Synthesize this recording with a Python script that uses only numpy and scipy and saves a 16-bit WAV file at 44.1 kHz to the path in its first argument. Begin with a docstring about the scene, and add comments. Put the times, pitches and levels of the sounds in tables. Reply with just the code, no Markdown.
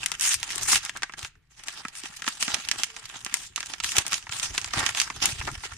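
"""In a quiet, humming room, fingers pick at, tear and crumple stiff gift wrap over an open cardboard box.
Creases snap as clicks that ring down; fibres crackle as scattered tiny pops and tear as fluttering noise.
The parcel rumbles as lumpy low noise, jolts as short swings, and one faint tone wavers.
Sparse echoes stand for carton and room; a close two-port microphone hears it all."""
import sys
import numpy as np
from scipy import signal
from scipy.fft import rfft, irfft, next_fast_len
from scipy.io import wavfile
from scipy.ndimage import uniform_filter1d

SR = 44100
rng = np.random.default_rng(int(sys.argv[2]) if len(sys.argv) > 2 else 0)


def file_out(sig):
    """Save sig as 16-bit WAV at sys.argv[1]."""
    # one column per channel
    cols = np.atleast_2d(sig).T
    # limit, then scale
    lim = np.clip(cols, -1, 1)
    pcm = np.round(lim * 32767).astype(np.int16)
    wavfile.write(sys.argv[1], SR, pcm)


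N = 254456


def gain_of(db):
    """Level: 20 dB is a tenfold amplitude."""
    return 10 ** (np.asarray(db) / 20)


def evened(x):
    """Power: scales a signal to rms 1."""
    return x / np.sqrt(np.mean(x ** 2) + 1e-20)


def lumpy(first, second):
    """Modulation: noise averaged over two spans (samples) wanders slowly, at rms 1."""
    return evened(uniform_filter1d(uniform_filter1d(rng.standard_normal(N), first), second))


def read(points, hz):
    """Log-frequency scale: interpolates a spectrum table between its points."""
    f, value = np.transpose(points)
    return np.interp(np.log(hz + 1), np.log(f + 1), value)


def add(mix, s, sound):
    """Superposition: mixes a sound in at time s."""
    part = mix[..., round(s * SR):][..., :sound.shape[-1]]
    part += sound[..., :part.shape[-1]]


def colour(x, taps):
    """Linear filtering of both channels that keeps the power of white noise."""
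    return signal.oaconvolve(x, taps / np.linalg.norm(taps), axes=1)[:, :N]


def split(x, hz):
    """Crossover: the parts below and above hz add up flat in power."""
    low = signal.butter(3, hz, "low", fs=SR, output="sos")
    high = signal.butter(3, hz, "high", fs=SR, output="sos")
    return signal.sosfilt(low, x), signal.sosfilt(high, x)


def panned(db):
    """Level difference: gains of the left and right channel, db apart."""
    return gain_of([db / 2, -db / 2])


def ringing(points):
    """Minimum phase: a causal response with a table's dB shape, so clicks keep their sharp start."""
    level_db = np.maximum(read(points, abs(np.fft.fftfreq(8192, 1 / SR))), -90)
    log_gain = np.log(gain_of(level_db))
    phase = -signal.hilbert(log_gain).imag
    return np.fft.ifft(np.exp(log_gain + 1j * phase)).real[None, :4096]


def burst(t60, noise, tick=10.5):
    """Modal density: a buckling patch ticks, then rings in countless modes as dying noise of energy 1."""
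    ring = noise * gain_of(-60 * np.arange(noise.shape[-1]) / SR / t60)
    ring[:, 0] = tick * np.sign(ring[:, 0])
    return ring / np.linalg.norm(ring, axis=1, keepdims=True)


def ranges(force):
    """Forced response: one force for all, or one each, drives the sheet's body, middle and edge ranges."""
    # spectral shape of sheet and microphone together: pitch_hz, density_db (per Hz)
    sheet_shape = [(88, -38), (150, -11), (350, -9), (545, -18), (757, -6), (1200, -3), (1350, 1.5),
                   (1490, -3.5), (1600, 2), (2700, 4.5), (4210, -2.5), (7080, 3.5), (9270, -3.5),
                   (10200, -12), (15000, -23)]
    body, rest = split(ringing(sheet_shape), 2070)
    middle, edge = split(rest, 5430)
    force = np.broadcast_to(force, (3, 2, N))
    return np.array([colour(part, taps) for part, taps in zip(force, (body, middle, edge))])


def room_hum():
    """Stationary noise: the room's steady low sound has a fixed spectrum."""
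    # spectral shape of the room: pitch_hz, density_db (per Hz)
    room_shape = [(18, -18), (30, -18.5), (55, -14.5), (76, -28), (167, -15.5), (190, -38), (288, -53),
                  (1870, -36.5), (15000, -68)]
    level_db = -65.5
    return gain_of(level_db) * evened(colour(rng.standard_normal((2, N)), ringing(room_shape)))


def parcel_rumble():
    """Turbulence and vibration: parcel and box move air and shake the stand, making lumpy low noise."""
    # rumble while the parcel moves: time_s, level_db
    shaking = [(0.0, -49.5), (0.21, -63), (0.45, -53.5), (0.69, -49.5), (0.95, -59), (1.53, -68.5),
               (2.71, -62), (3.66, -60.5), (3.82, -54), (4.37, -56), (4.5, -51.5), (4.769, -45.5),
               (5.01, -59), (5.269, -46.5), (5.46, -46.5), (5.77, -54)]
    # its spectral shape: pitch_hz, density_db (per Hz)
    rumble_shape = [(13, -38.5), (22, -2.5), (75, -3), (119, -2), (180, -13.5), (300, -16.5), (430, -18),
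                    (600, -48.5)]
    lump_db = 4.5
    force = rng.standard_normal((2, N)) * gain_of(lump_db * lumpy(1300, 1000))
    s, level_db = np.transpose(shaking)
    return evened(colour(force, ringing(rumble_shape))) * gain_of(np.interp(np.arange(N) / SR, s, level_db))


def rustle(fits_db=3.0):
    """Intermittent friction: power of the held sheet's faint rustle, in fits and starts, by range."""
    # rustle of the held sheet: time_s, level_db
    handling = [(0.0, -39.5), (0.67, -37), (1.11, -59), (1.301, -78), (1.56, -77), (1.74, -52),
                (2.62, -39.5), (3.04, -48), (3.38, -41.5), (3.52, -58), (3.6, -41), (3.81, -44),
                (4.0, -43.5), (4.16, -47.5), (4.4, -45), (4.85, -39.5), (5.48, -41), (5.77, -48)]
    # offsets of the body, middle and edge ranges: level_db
    range_db = [
        [-6.0],
        [-3.0],
        [-10],
    ]
    s, sheet_db = np.transpose(handling)
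    level_db = np.interp(np.arange(N) / SR, s, sheet_db) + fits_db * lumpy(800, 600)
    return gain_of(2 * (level_db + range_db))  # doubled dB give power


def crackle(per_s=900, spread_db=4.5, hiss=0.61, pop_flutter_db=-0.06, plain=0.38, count=16):
    """Shot noise: scattered tiny pops of many sizes and pitches over the hiss of fibres and skin."""
    flutter = lumpy(150, 110)
    size = gain_of(spread_db * np.minimum(rng.exponential(1, N), 4)) * (rng.random(N) < per_s / SR)
    patch, pops = rng.integers(0, count, N), np.zeros((2, N))
    for k, hz in enumerate(np.geomspace(500, 13000, count)):  # small patches ring high and short
        ring = burst(0.03 * (500 / hz) ** 0.043, rng.standard_normal((2, 1400)), tick=0.66)
        band = signal.butter(1, [0.47 * hz, 1.67 * hz], "band", fs=SR, output="sos")
        ring = plain * ring + signal.sosfilt(band, ring) * (4000 / hz) ** 0.55
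        pops += signal.oaconvolve((size * (patch == k))[None], ring, axes=1)[:, :N]
    noise = rng.standard_normal((2, N))
    grains = (evened(pops) + hiss * noise) * gain_of(pop_flutter_db * flutter)  # all but steady
    tear = noise * gain_of(2.45 * flutter)
    grains = np.array([evened(part) for part in ranges(grains)])
    tear = np.array([evened(part) for part in ranges(tear)])
    stroke_power, tearing = strokes()
    level = np.sqrt(rustle() + stroke_power)[:, None]
    return level * (np.sqrt(1 - tearing) * grains + np.sqrt(tearing) * tear)


def patchy(x, patch_db=2.5):
    """Time-varying filtering: folds open and close, so patches of the spectrum swell and fade."""
    z = signal.stft(x, nperseg=256, noverlap=192)[2]
    field = rng.standard_normal(z.shape[1:])
    for size, axis in ((7, 0), (5, 0), (22, 1), (14, 1)):  # axis 0 is pitch, axis 1 is time
        field = uniform_filter1d(field, size, axis)
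    return signal.istft(z * gain_of(patch_db * evened(field)), nperseg=256, noverlap=192)[1][:, :N]


def snaps(t60=0.038, pitched=0.26, boxy=0.85):
    """Snap-through buckling: each crease ticks and rings in three ranges, middle longest, edge shortest."""
    # creases that pop: start_s, level_db (middle range's energy as rms over 3 ms, before panning),
    # brightness_db (small creases are bright, large ones dull)
    creases = [(0.0394, -30.5, -2), (0.061, -19.5, 7.5), (0.1174, -22, -3.5), (0.1971, -33, 23),
               (0.2104, -27, 29), (0.2542, -25, -4), (0.342, -22, 10), (0.43, -22, 0), (0.5048, -28, -4),
               (0.5105, -30.5, 4), (0.558, -36, 30), (0.581, -33, 23), (0.6328, -36.5, 41),
               (0.7312, -21.5, -19), (0.7566, -19.5, -10.5), (0.8508, -31, 17), (0.895, -27, -8),
               (0.9723, -35, 11.5), (1.022, -30.5, -17), (1.0322, -20, -18), (1.0956, -46.5, -42.5),
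               (1.123, -43, -4), (1.1371, -35.5, -21), (1.1922, -33.5, 1), (1.229, -32, -2.5),
               (1.2479, -28, -11), (1.354, -61, -29), (1.6366, -37.5, 5.5), (1.6839, -25, -4),
               (1.851, -34, -30), (1.8837, -33, 2), (1.953, -37, 2), (2.036, -33.5, -3),
               (2.221, -29.5, -11.5), (2.243, -33, -14), (2.2658, -30.5, -13), (2.2778, -19.5, -15.5),
               (2.286, -29, 19), (2.4264, -16.5, -0.5), (2.4801, -23, -15), (2.5438, -19.5, 12.5),
               (2.6871, -21, 2.5), (2.714, -17, 3), (2.8344, -18, 9), (2.8429, -28.5, 12),
               (2.9652, -32, -10), (3.0405, -44, -12), (3.056, -34, 6), (3.092, -46, 22), (3.2479, -39, 35),
               (3.2635, -27.5, -13), (3.326, -37.5, -21), (3.3414, -19, 15), (3.37, -38, 14),
               (3.5608, -25.5, 16.5), (3.578, -28.5, -18), (3.6055, -27, -1), (3.6289, -31.5, -16),
               (3.66, -40, 21), (3.7367, -28.5, -14), (3.8018, -26.5, -7), (3.8378, -25, 3),
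               (3.8443, -22, -2), (3.9192, -26.5, 7), (3.957, -32, -5), (3.9674, -19.5, 16),
               (3.9832, -14, 17), (3.985, -22, 8.5), (4.0657, -26.5, 12), (4.08, -34.5, 21.5),
               (4.122, -23, -11), (4.131, -18, 0.5), (4.142, -22.5, 6), (4.2686, -43, -35),
               (4.2935, -32.5, -15), (4.3235, -29, -9), (4.3979, -26, 2), (4.5793, -17, -6),
               (4.6153, -34, 11), (4.6447, -25, -5.5), (4.685, -40.5, 12), (4.712, -40, -22),
               (4.757, -32, -17), (4.775, -28, -17), (4.7951, -26, 17), (4.8641, -16.5, -3.5),
               (4.892, -25.5, 2), (4.9491, -24, -7), (4.9735, -28.5, -5), (5.0005, -17, 10),
               (5.0159, -18, 1), (5.101, -29.5, -28.5), (5.257, -17.5, 16.5), (5.4132, -37.5, -40),
               (5.453, -37, -3), (5.475, -31, -17), (5.516, -41.5, 19), (5.636, -36, -30)]
    body_db, edge_db = -8, -6.5  # re the middle, at brightness 0
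    pan_start_db, pan_end_db, pan_scatter_db = 3, -4, -7.5  # the work drifts from left port to right
    lag_s = .0001  # a tick reaches one port up to this much before the other
    out, noise = np.zeros((3, 2, N)), rng.standard_normal((len(creases), 2, 2400))
    for (s, db, bright_db), z, (a, b, c, d) in zip(creases, noise, rng.random((len(creases), 4))):
        z = z * np.sign(z[:, :1])  # both ports get the same push
        middle, body, edge = burst(t60, z), burst(0.89 * t60, z, tick=2.05), burst(0.63 * t60, z)
        body = body + boxy * signal.lfilter(*signal.iirpeak(850 + 900 * c, 7.0, SR), body)
        # each crease favours a pitch, higher when bright
        pitch_hz = np.clip(4200 * 2 ** (bright_db / 24 + 0.83 * (a - .5)), 2200, 7500)
        middle = middle + pitched * signal.lfilter(*signal.iirpeak(pitch_hz, 4.0, SR), middle)
        pan_db = np.interp(s * SR, [0, N], [pan_start_db, pan_end_db]) + pan_scatter_db * (2 * b - 1)
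        side = panned(pan_db)[:, None]
        pop = np.array([
            gain_of(body_db - bright_db / 2) * body / np.linalg.norm(body[0]),  # long waves: no panning
            side * middle / np.linalg.norm(middle[0]),
            side * gain_of(edge_db + bright_db / 2) * edge])
        pop *= gain_of(db) * np.sqrt(.003 * SR)
        add(out[:, 0], s, pop[:, 0])
        add(out[:, 1], s + lag_s * (2 * d - 1), pop[:, 1])
    return out


def box(x):
    """Reverberation: sparse echoes of random sign in carton and room, each band dying at its own speed."""
    # echo decay: pitch_hz, t60_s
    decay = [(500, 0.077), (2000, 0.35), (6000, 0.24), (14000, 0.11)]
    taps = np.zeros((2, 8192))
    at = np.arange(60, 8160, 20) + rng.integers(0, 20, (2, 405))
    np.put_along_axis(taps, at, rng.choice([-1., 1.], at.shape), 1)
    hz, t, z = signal.stft(taps, SR, nperseg=64)
    tail = signal.istft(z * gain_of(-60 * t / read(decay, hz)[:, None]), SR, nperseg=64)[1]
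    return signal.oaconvolve(x, tail / np.linalg.norm(tail[0]), axes=1)[:, :N]


def strokes():
    """Fracture and friction: range powers of tears, drags and crushes, and the share of tearing noise."""
    # paper torn, dragged or crushed: start_s, length_s, level_db (middle range after the attack), brightness_db
    pulls = [(0.209, 0.14, -28, 13), (0.503, 0.098, -34.5, -4), (0.606, 0.15, -46.5, 33),
             (0.673, 0.1, -23, 12.5), (0.822, 0.053, -34, -5), (0.952, 0.022, -37.5, -15),
             (1.169, 0.11, -38.5, -3.5), (1.498, 0.071, -58.5, -2), (1.561, 0.1, -49, -8),
             (1.66, 0.11, -41.5, -2.5), (1.764, 0.052, -39, -6), (1.945, 0.056, -45, 11.5),
             (2.042, 0.047, -35, -5), (2.16, 0.0096, -35, 8), (2.254, 0.049, -39, 1),
             (2.395, 0.061, -34.5, 8), (2.489, 0.12, -32, -6.5), (2.775, 0.055, -33, -2.5),
             (3.028, 0.018, -62, 12), (3.131, 0.055, -40, -9), (3.331, 0.14, -48, 14.5),
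             (3.557, 0.047, -44.5, -10), (3.826, 0.11, -32.5, 4.5), (3.947, 0.07, -28, -2),
             (4.044, 0.052, -38, -9), (4.104, 0.079, -33.5, 3), (4.31, 0.099, -35, 1.5),
             (4.42, 0.047, -31, 4.5), (4.535, 0.045, -33.5, -3.5), (4.726, 0.18, -27, -8),
             (4.96, 0.077, -30, 3.5), (5.066, 0.021, -34, -12), (5.212, 0.11, -26, -2),
             (5.381, 0.019, -42, -3), (5.47, 0.021, -34.5, -29), (5.631, 0.028, -30, -6),
             (5.712, 0.011, -38, -9)]
    body_db, edge_db = -4.5, -6  # re the middle, at brightness 0
    attack_s, release_s = 0.012, 0.041
    crush_fade_db, tear_fade_db = -6.5, -2  # a crush dies away more than a tear
    tear_from_db, tear_span_db = -3.5, 17  # brightness over which crackle turns into tearing noise
    power, tearing = np.zeros((3, N)), np.zeros(N)
    for s, length, db, bright_db in pulls:
        tear = np.clip((bright_db - tear_from_db) / tear_span_db, 0, 1)  # parting fibres move little sheet
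        end_db = db + tear * tear_fade_db + (1 - tear) * crush_fade_db
        u = np.arange(0, length + release_s, 1 / SR)
        shape = gain_of(np.interp(u, [0, attack_s, length, length + release_s],
                                  [db - 16.5, db, end_db, end_db - 45]))
        range_gain = gain_of([[body_db - bright_db / 2], [0], [edge_db + bright_db / 2]])
        add(power, s, (range_gain * shape) ** 2)
        add(tearing, s, tear * np.ones(len(u)))
    return power, np.clip(tearing, 0, .9)


def jolts():
    """Impulse response: each knock of the parcel is a short swing under a bell-shaped envelope."""
    # jolts and knocks: centre_s, level_db (of the envelope's peak), pitch_hz
    knocks = [(0.565, -39.5, 363), (1.034, -38, 373), (1.239, -37.5, 88), (1.855, -35.5, 231),
              (2.041, -38, 310), (2.102, -47, 175), (2.28, -33, 260), (2.483, -31.5, 244), (2.541, -38, 90),
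              (2.587, -41, 214), (3.328, -45.5, 252), (3.982, -30, 363), (3.988, -29, 90),
              (4.3, -38.5, 107), (4.668, -39, 81), (4.772, -32, 290), (4.777, -27, 116), (4.834, -33.5, 91),
              (4.836, -36.5, 404), (5.285, -40, 242), (5.331, -30, 95), (5.404, -28, 66),
              (5.479, -44.5, 222), (5.581, -32.5, 69.4), (5.657, -41.5, 398), (5.731, -37.5, 73.5)]
    lag = 0.16  # the right port meets a knock later (turns)
    out = np.zeros((2, N))
    for (s, db, hz), start in zip(knocks, rng.random((len(knocks), 1, 1)) - [[0], [lag]]):
        turns = np.arange(-3, 3, hz / SR)
        width = 0.53 * (hz / 80) ** .5  # higher knocks swing more times
        swing = np.exp(-(turns / width) ** 2) * np.sin(2 * np.pi * (turns + start))
        add(out, s - 3 / hz, gain_of(db) * swing)
    return out


def squeak():
    """Phase modulation: one faint wavering tone, perhaps rubbing."""
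    # the tone: start_s, end_s, pitch_hz, level_db (rms before the fades)
    start, end, hz, db = (2.87, 3.03, 450, -65)
    out = np.zeros((2, N))
    t = np.arange(0, end - start, 1 / SR)
    tone = np.sin(2 * np.pi * hz * t + lumpy(1300, 1000)[:len(t)])
    add(out, start, gain_of(db) * np.sqrt(2) * signal.windows.tukey(len(t), .4) * tone)
    return out


def paper():
    """Superposition of the sheet's patchy crackle and its snaps."""
    return patchy(crackle().sum(0)) + ranges(snaps()).sum(0)


def ports(x):
    """Coherence: two renderings become a pair whose likeness depends on frequency."""
    # left-right likeness: pitch_hz, likeness (0 to 1)
    likeness = [(60, 0.96), (130, 1), (300, 0.063), (1000, 0.86), (1700, 0.56), (2500, 0.02),
                (15000, 0.018)]
    size = next_fast_len(N)
    a, b = rfft(x, size)
    same = np.clip(read(likeness, np.fft.rfftfreq(size, 1 / SR)), -1, 1)
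    return irfft(np.array([a, same * a + np.sqrt(1 - same ** 2) * b]), size)[:, :N]


def scene():
    """Superposition: paper, its echoes, parcel, squeak and room as the two ports meet them."""
    sheet = paper()
    echoes = gain_of(-18.5) * box(sheet)
    return ports(room_hum() + parcel_rumble() + sheet + echoes + jolts() + squeak())


def record(dry):
    """Transduction: each port has its own treble, peaks clip softly, and the band is limited."""
    # the left port has a bright peak, the right one is shaded: pitch_hz, left_minus_right_db
    port_treble = [(300, 1), (1500, 1.5), (2500, -2.5), (6000, -5), (7500, 1), (9300, 16), (13000, 15),
                   (15000, 8)]
    edge_hz = 15250
    size = next_fast_len(N)
    balance = panned(read(port_treble, np.fft.rfftfreq(size, 1 / SR)))
    wet = irfft(rfft(dry, size) * balance, size)[:, :N]
    wet = wet / (1 + abs(wet) ** 4) ** .25
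    low_pass = signal.firwin(255, edge_hz, window=("kaiser", 10), fs=SR)
    return signal.oaconvolve(wet, low_pass[None], "same")


dry = scene()
out = record(dry)
file_out(out)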